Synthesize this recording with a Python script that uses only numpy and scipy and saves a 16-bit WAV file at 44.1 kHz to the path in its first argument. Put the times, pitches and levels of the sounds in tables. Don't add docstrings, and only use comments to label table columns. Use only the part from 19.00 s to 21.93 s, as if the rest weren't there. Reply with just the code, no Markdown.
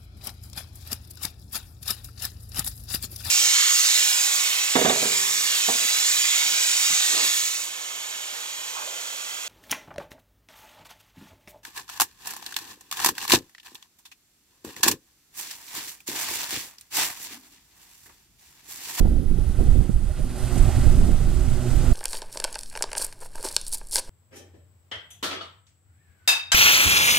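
import sys
import numpy as np
from scipy import signal
from scipy.fft import rfft, irfft
from scipy.io import wavfile
from scipy.ndimage import uniform_filter1d

SR = 44100
rng = np.random.default_rng(int(sys.argv[2]) if len(sys.argv) > 2 else 0)


def wav_record(signal):
    frames = np.transpose(np.atleast_2d(signal))
    bounded = np.clip(frames, -1, 1)
    quanta = np.round(bounded * 32767).astype(np.int16)
    wavfile.write(sys.argv[1], SR, quanta)


N = 129213

LEFT_DULL_HZ = 300


def from_db(db):
    return 10 ** (np.asarray(db) / 20)


def rms_one(x):
    return x / np.sqrt(np.mean(x ** 2) + 1e-20)


def in_time(rows):
    s, *columns = np.transpose(rows)
    return [np.interp(np.arange(N) / SR, s, column) for column in columns]


def at_hz(rows):
    hz, *columns = np.transpose(rows)
    log_bins = np.log(np.fft.rfftfreq(N, 1 / SR) + 1)
    return [np.interp(log_bins, np.log(hz), column) for column in columns]


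def drift(rate):
    r = np.exp(-80 * np.pi * rate / SR)
    noise = rng.standard_normal(N // 40 + 2002)
    slow = signal.lfilter([1], [1, -2 * r, r * r], noise)[2000:]
    return np.interp(np.arange(N) / 40, np.arange(len(slow)), rms_one(slow))


def ring(clicks, hz, t60):
    r = from_db(-60 / (t60 * SR))
    w = 2 * np.pi * hz / SR
    return signal.lfilter([0, np.sin(w)], [1, -2 * r * np.cos(w), r * r], clicks + 1e-18)


def pair(shared, own, alike, lead):
    alike = np.clip(alike, 0, 1)
    left = alike * np.exp(1j * lead) * shared + np.sqrt(1 - alike ** 2) * own
    return np.array([left, shared])


def eddies(spectrum, lump_db, lumps):
    # f/Hz, likeness (0 to 1), left leads/rad
    wind_likeness = [(15, .96, -.4), (40, .93, -.65), (100, .75, -.85), (250, .58, -.7), (600, .6, -.3)]
    hz = np.fft.rfftfreq(N, 1 / SR)
    lumpy = rng.standard_normal((2, N)) * from_db(lump_db * lumps)
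    both = pair(*rfft(lumpy), *at_hz(wind_likeness))
    both[0] /= np.sqrt(1 + (hz / LEFT_DULL_HZ) ** 2)
    colour = from_db(at_hz(spectrum)[0]) * (hz > 0)
    air = irfft(both * colour, N)
    return air / np.std(air[1])


def buffets():
    # t/s, body level/dB, left re right/dB, edge re body/dB (levels before filtering)
    hard_hits = [(0.006, -18, -23, -8.5), (0.021, -22, -18, -12), (0.048, -17, -17, -6.5),
                 (0.067, -17, -17, -12), (0.09, -30, -17, -8.5), (0.16, -23, -24, -12.5),
                 (0.307, -22, -24, -18), (0.384, -24.5, -16, -9), (0.588, -21.5, -18, -7),
                 (0.602, -15.5, -19, -13), (0.63, -23, -20, -18), (0.673, -22, -15, -14),
                 (0.722, -25.5, -19, -12), (0.752, -19.5, -18, -12), (0.775, -36, -23, -16),
                 (0.801, -19.5, -20, -10.5), (0.844, -26.5, -16, -16), (0.891, -15, -26, -19),
                 (1.189, -25, -17, -7.5), (1.621, -27.5, -15, -20), (1.685, -18, -14, -14),
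                 (1.778, -24, -3, -8), (1.833, -19, -17, -22), (1.867, -11, -23, -16.5),
                 (1.924, -31, -6, -11), (2.012, -15, -16, -10.5), (2.085, -12.5, -23, -18),
                 (2.112, -22, -21, -10.5), (2.143, -28, -20, -23), (2.203, -26, -18, -7),
                 (2.306, -28, -10, -12), (2.737, -19.5, -13, -13), (2.774, -23, -16, -24),
                 (2.836, -21, -17, -18)]
    low_hz, edge_hz, top_hz = 91, 259, 783
    swell_s = 0.025
    lead = int(0.0072 * SR)
    lag_s = 0.0021
    s, db, side_db, edge_db = np.transpose(hard_hits)
    jumps = 0
    for from_hz, to_hz, part_db in [(low_hz, edge_hz, db), (edge_hz, top_hz, db + edge_db)]:
        clicks = np.zeros((2, N))
        clicks[0, ((s + lag_s) * SR).astype(int)] = from_db(part_db + side_db)
        clicks[1, (s * SR).astype(int)] = from_db(part_db)
        swell = signal.fftconvolve(clicks, [np.hanning(int(swell_s * SR))])
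        swell = swell[:, lead:][:, :N]
        air = signal.lfilter(*signal.butter(1, 1.7 * from_hz, fs=SR), rng.standard_normal(N))
        band = signal.butter(2, [from_hz, to_hz], "band", fs=SR, output="sos")
        air = signal.sosfilt(band, air)
        air = air / np.sqrt(uniform_filter1d(air ** 2, size=700))
        jumps = jumps + swell * [np.roll(air, int(lag_s * SR)), air]
    jumps = signal.sosfilt(signal.butter(4, top_hz, fs=SR, output="sos"), jumps)
    jumps[0] = signal.lfilter(*signal.butter(1, LEFT_DULL_HZ, fs=SR), jumps[0])
    return jumps


def wind():
    # t/s, rumble level/dB, flutter level/dB, left re right/dB
    wind_course = [(0.0, -16, -27, -18), (0.02, -19, -32.5, -7.5), (0.08, -15, -33, -10.5),
                   (0.11, -25, -35, -6), (0.2, -22, -35.5, -15), (0.23, -36, -35, -15),
                   (0.26, -24, -40.5, -12), (0.42, -24, -34, -13), (0.57, -24.5, -40, -12),
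                   (0.61, -13.5, -24, -13), (0.64, -30, -35, -8), (0.68, -15, -31.5, -12.5),
                   (0.74, -20.5, -32, -12), (0.79, -11.5, -32, -12.5), (0.87, -29, -35.5, -16),
                   (0.92, -21.5, -45, -9.5), (1.03, -29, -35.5, -11), (1.09, -24.5, -44, -10),
                   (1.17, -32, -41.5, -9.5), (1.21, -23, -44, -9), (1.26, -31, -38, -7.5),
                   (1.39, -36.5, -46, -4), (1.43, -18, -49, -11), (1.49, -38, -34.5, -5),
                   (1.53, -20.5, -33.5, -15), (1.57, -27, -29.5, -14), (1.61, -15.5, -30.5, -10),
                   (1.65, -17.5, -32.5, -12), (1.68, -14.5, -36, -8), (1.72, -29, -51, -11),
                   (1.79, -16.5, -30, -6), (1.84, -21, -44, -8), (1.86, -16.5, -35, -12),
                   (2.0, -18.5, -31, -7.5), (2.15, -22, -33, -10.5), (2.18, -26.5, -40, -12),
                   (2.21, -16.5, -37.5, -9), (2.36, -23.5, -35, -9.5), (2.4, -23.5, -36, -10),
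                   (2.6, -22.5, -42.5, -14.5), (2.64, -34.5, -32.5, -2.5), (2.71, -18, -38.5, -18),
                   (2.83, -25, -36, -8), (2.93, -17.5, -32.5, -12)]
    # f/Hz, level per Hz/dB
    rumble_colour = [(8, -15.5), (15, 9), (40, 1), (70, -1), (110, -8.5), (160, -16), (300, -66.5)]
    # f/Hz, level per Hz/dB
    flutter_colour = [(60, 4.5), (110, -4.5), (200, 3.5), (330, -4.5), (500, -16), (800, -32.5),
                      (1500, -47), (3000, -66)]
    gain_db = 8
    rumble_db, flutter_db, pan_db = in_time(wind_course)
    lumps = drift(16)
    rumble = from_db(rumble_db) * eddies(rumble_colour, 0.5, lumps)
    flutter = from_db(flutter_db) * eddies(flutter_colour, 3, lumps)
    sides = from_db([pan_db, 0 * pan_db])
    return from_db(gain_db) * (rumble + flutter) * sides + buffets()


def hum():
    tone_pitches = [123.3, 246.5, 357.8, 370, 493.3, 606, 617, 846]
    # level/dB, left re right/dB
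    tone_levels = [(13, -9), (6, -9), (2, -8), (3, -8), (-8, -12), (-8, -8), (-11, -8), (-17, -4)]
    waver_db, waver_hz = 3, 6.4
    bend_rad, bend_hz = 0.39, 5.2
    t = np.arange(N) / SR
    tones = 0
    for hz, (db, pan_db) in zip(tone_pitches, tone_levels):
        level = from_db(db + waver_db * drift(waver_hz)) * from_db([[pan_db], [0]])
        bend = bend_rad * hz / 370 * drift(bend_hz)
        tones = tones + level * np.sin(2 * np.pi * (hz * t + rng.random()) + bend) * 2
    return tones


def gurgles():
    # t/s, f/Hz, level/dB
    air_pockets = [(1.085, 610, -42.5), (1.185, 606, -42.5), (1.345, 589, -44), (1.41, 627, -50),
                   (1.555, 650, -47), (1.672, 679, -41.5), (1.69, 805, -43.5), (1.725, 610, -40.5),
                   (1.825, 608, -36), (1.925, 625, -40), (1.955, 617, -42), (2.605, 673, -44),
                   (2.82, 545, -43)]
    length_s, rise = 0.042, 0.054
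    left_db = -12.5
    tones = np.zeros(N)
    wobble = from_db(1.35 * drift(54))
    for s, hz, db in air_pockets:
        age = np.clip((np.arange(N) / SR - s) / length_s, 0, 1)
        turns = hz * length_s * (age + rise * (age ** 2 - age) / 2) + rng.random()
        tones += from_db(db) * np.sin(np.pi * age) * np.sin(2 * np.pi * turns) * 2
    return tones * wobble * from_db([[left_db], [0]])


def water():
    drops_per_s, cycles, spread_db = 4000, 5, 2.5
    drop_share = 0.17
    sizes = from_db(spread_db * np.minimum(rng.exponential(1, N), 6)) * rng.choice([-1, 1], N)
    born = rng.random(N) < drops_per_s / SR
    pitch_number = rng.integers(0, 20, N)
    drops = 0
    for k, hz in enumerate(np.geomspace(400, 13000, 20)):
        clicks = sizes * born * (pitch_number == k)
        drops = drops + np.sqrt(hz) * hz * ring(clicks, hz, cycles / hz) / 1000
    return np.sqrt(drop_share) * rms_one(drops) + np.sqrt(1 - drop_share) * rng.standard_normal(N)


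def slaps(octave):
    # t/s, swell/dB, centre f/Hz, width/octaves
    heavy_throws = [(1.10, 3, 1490, 0.92), (1.171, 6.5, 1760, 1.3), (1.295, 6, 1900, 0.86),
                    (1.575, 6, 7000, 1.5)]
    rise_s = 0.0059
    swell_db = 0
    for s, db, hz, width in heavy_throws:
        age = np.clip((np.arange(N) / SR - s) / rise_s, 0, 50)
        nearness = np.exp(-((octave - np.log2(hz)) / width) ** 2)
        swell_db = swell_db + db * nearness * age * np.exp(1 - age)
    return swell_db


def port(x, centre_hz):
    width_hz, gain_db = 2000, -0.5
    r = np.exp(-np.pi * width_hz / SR)
    b = [(1 - r * r) / 2, 0, (r * r - 1) / 2]
    ringing, state = np.zeros(N), np.zeros(2)
    for i in range(0, N, 512):
        a = [1, -2 * r * np.cos(2 * np.pi * centre_hz[i] / SR), r * r]
        ringing[i:i + 512], state = signal.lfilter(b, a, x[i:i + 512], zi=state)
    return x + from_db(gain_db) * 2 * ringing


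def wash(port_hz, treble_db):
    # f/Hz, left level per Hz/dB, right level per Hz/dB
    spray_colour = [(200, -4, 7), (330, -3.5, 18.5), (427, -6, 10), (605, 9.5, 14.5), (770, 9, 14),
                    (830, 7, 11.5), (943, 0, 6), (1420, 5, 8.5), (1745, -2.5, 2.5), (1970, 2.5, 4.5),
                    (2330, -6, 0), (2450, 0, 0.8), (3980, -2.5, -2.5), (4900, -1.5, -1.4), (5740, -7, -1.6),
                    (7000, -7, -3), (9200, -9, -4), (10400, -7.5, -6), (11760, -7, -10), (13250, -5.5, -19),
                    (14900, -22, -7)]
    # f/Hz, likeness (0 to 1), left leads/rad
    spray_likeness = [(600, .8, .3), (1400, .8, .2), (2500, .8, 0), (2900, .94, 0), (3600, .93, 0),
                      (4200, .75, -.4), (5700, .5, -1.4), (7000, .45, -.6), (9000, .45, -.2),
                      (10000, .45, 1.3), (12000, .45, .3), (14000, .45, 0)]
    treble_from_hz = 2900
    both = pair(rfft(water()), rfft(water()), *at_hz(spray_likeness)) * from_db(at_hz(spray_colour))
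    octave = np.log2(np.fft.rfftfreq(N, 1 / SR) + 1)
    shared_flicker_db = 0.35 * drift(13)
    spray = 0
    for centre in np.arange(7.5, 14.5, .5):
        band = np.cos(np.pi * np.clip(octave - centre, -.5, .5)) ** 2
        tilt_db = (treble_db - treble_db.mean()) * np.clip(centre - np.log2(treble_from_hz), 0, 1)
        flicker_db = shared_flicker_db + 0.8 * drift(28)
        spray = spray + irfft(both * band, N) * from_db(flicker_db + tilt_db + slaps(centre))
    spray = spray / np.std(spray[0])
    spray[1] = port(spray[1], port_hz)
    return spray


def scene():
    # t/s, level/dB, right port's ring f/Hz, treble/dB (only its change about the mean counts), hum swell/dB
    aerator_course = [(0.1, -57, 10500, -8.5, 1.5), (0.22, -60, 10400, -8, 2.5),
                      (0.66, -53, 8700, -9, -2.5), (0.97, -57.5, 8750, -8, -2),
                      (1.3, -53, 9200, -8.5, -3.5), (1.42, -47.5, 8870, -8, -1.5),
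                      (1.5, -46, 8600, -9.5, -3), (1.58, -44.5, 8550, -9.5, 2), (1.66, -45, 8260, -9.5, -1),
                      (1.8, -45, 8300, -10, -3), (1.98, -48, 8350, -8, 1.5), (2.17, -50, 8400, -9.5, -6),
                      (2.38, -50, 8200, -8.5, -3), (2.62, -48.5, 8050, -10, 4), (2.76, -47, 7900, -8.5, 0),
                      (2.88, -45.5, 7950, -10.5, -0.1)]
    wash_db, hum_gain_db = 5.5, 0.9
    level_db, port_hz, treble_db, hum_db = in_time(aerator_course)
    spray = from_db(wash_db) * wash(port_hz, treble_db)
    drive = from_db(hum_db + hum_gain_db) * hum()
    return wind() + gurgles() + from_db(level_db) * (spray + drive)


def record(dry):
    rounded = 1.3 * np.tanh(dry / 1.3)
    top_cut = signal.ellip(12, .5, 85, 14150, fs=SR, output="sos")
    return signal.sosfilt(top_cut, rounded)


dry = scene()
out = record(dry)
wav_record(out)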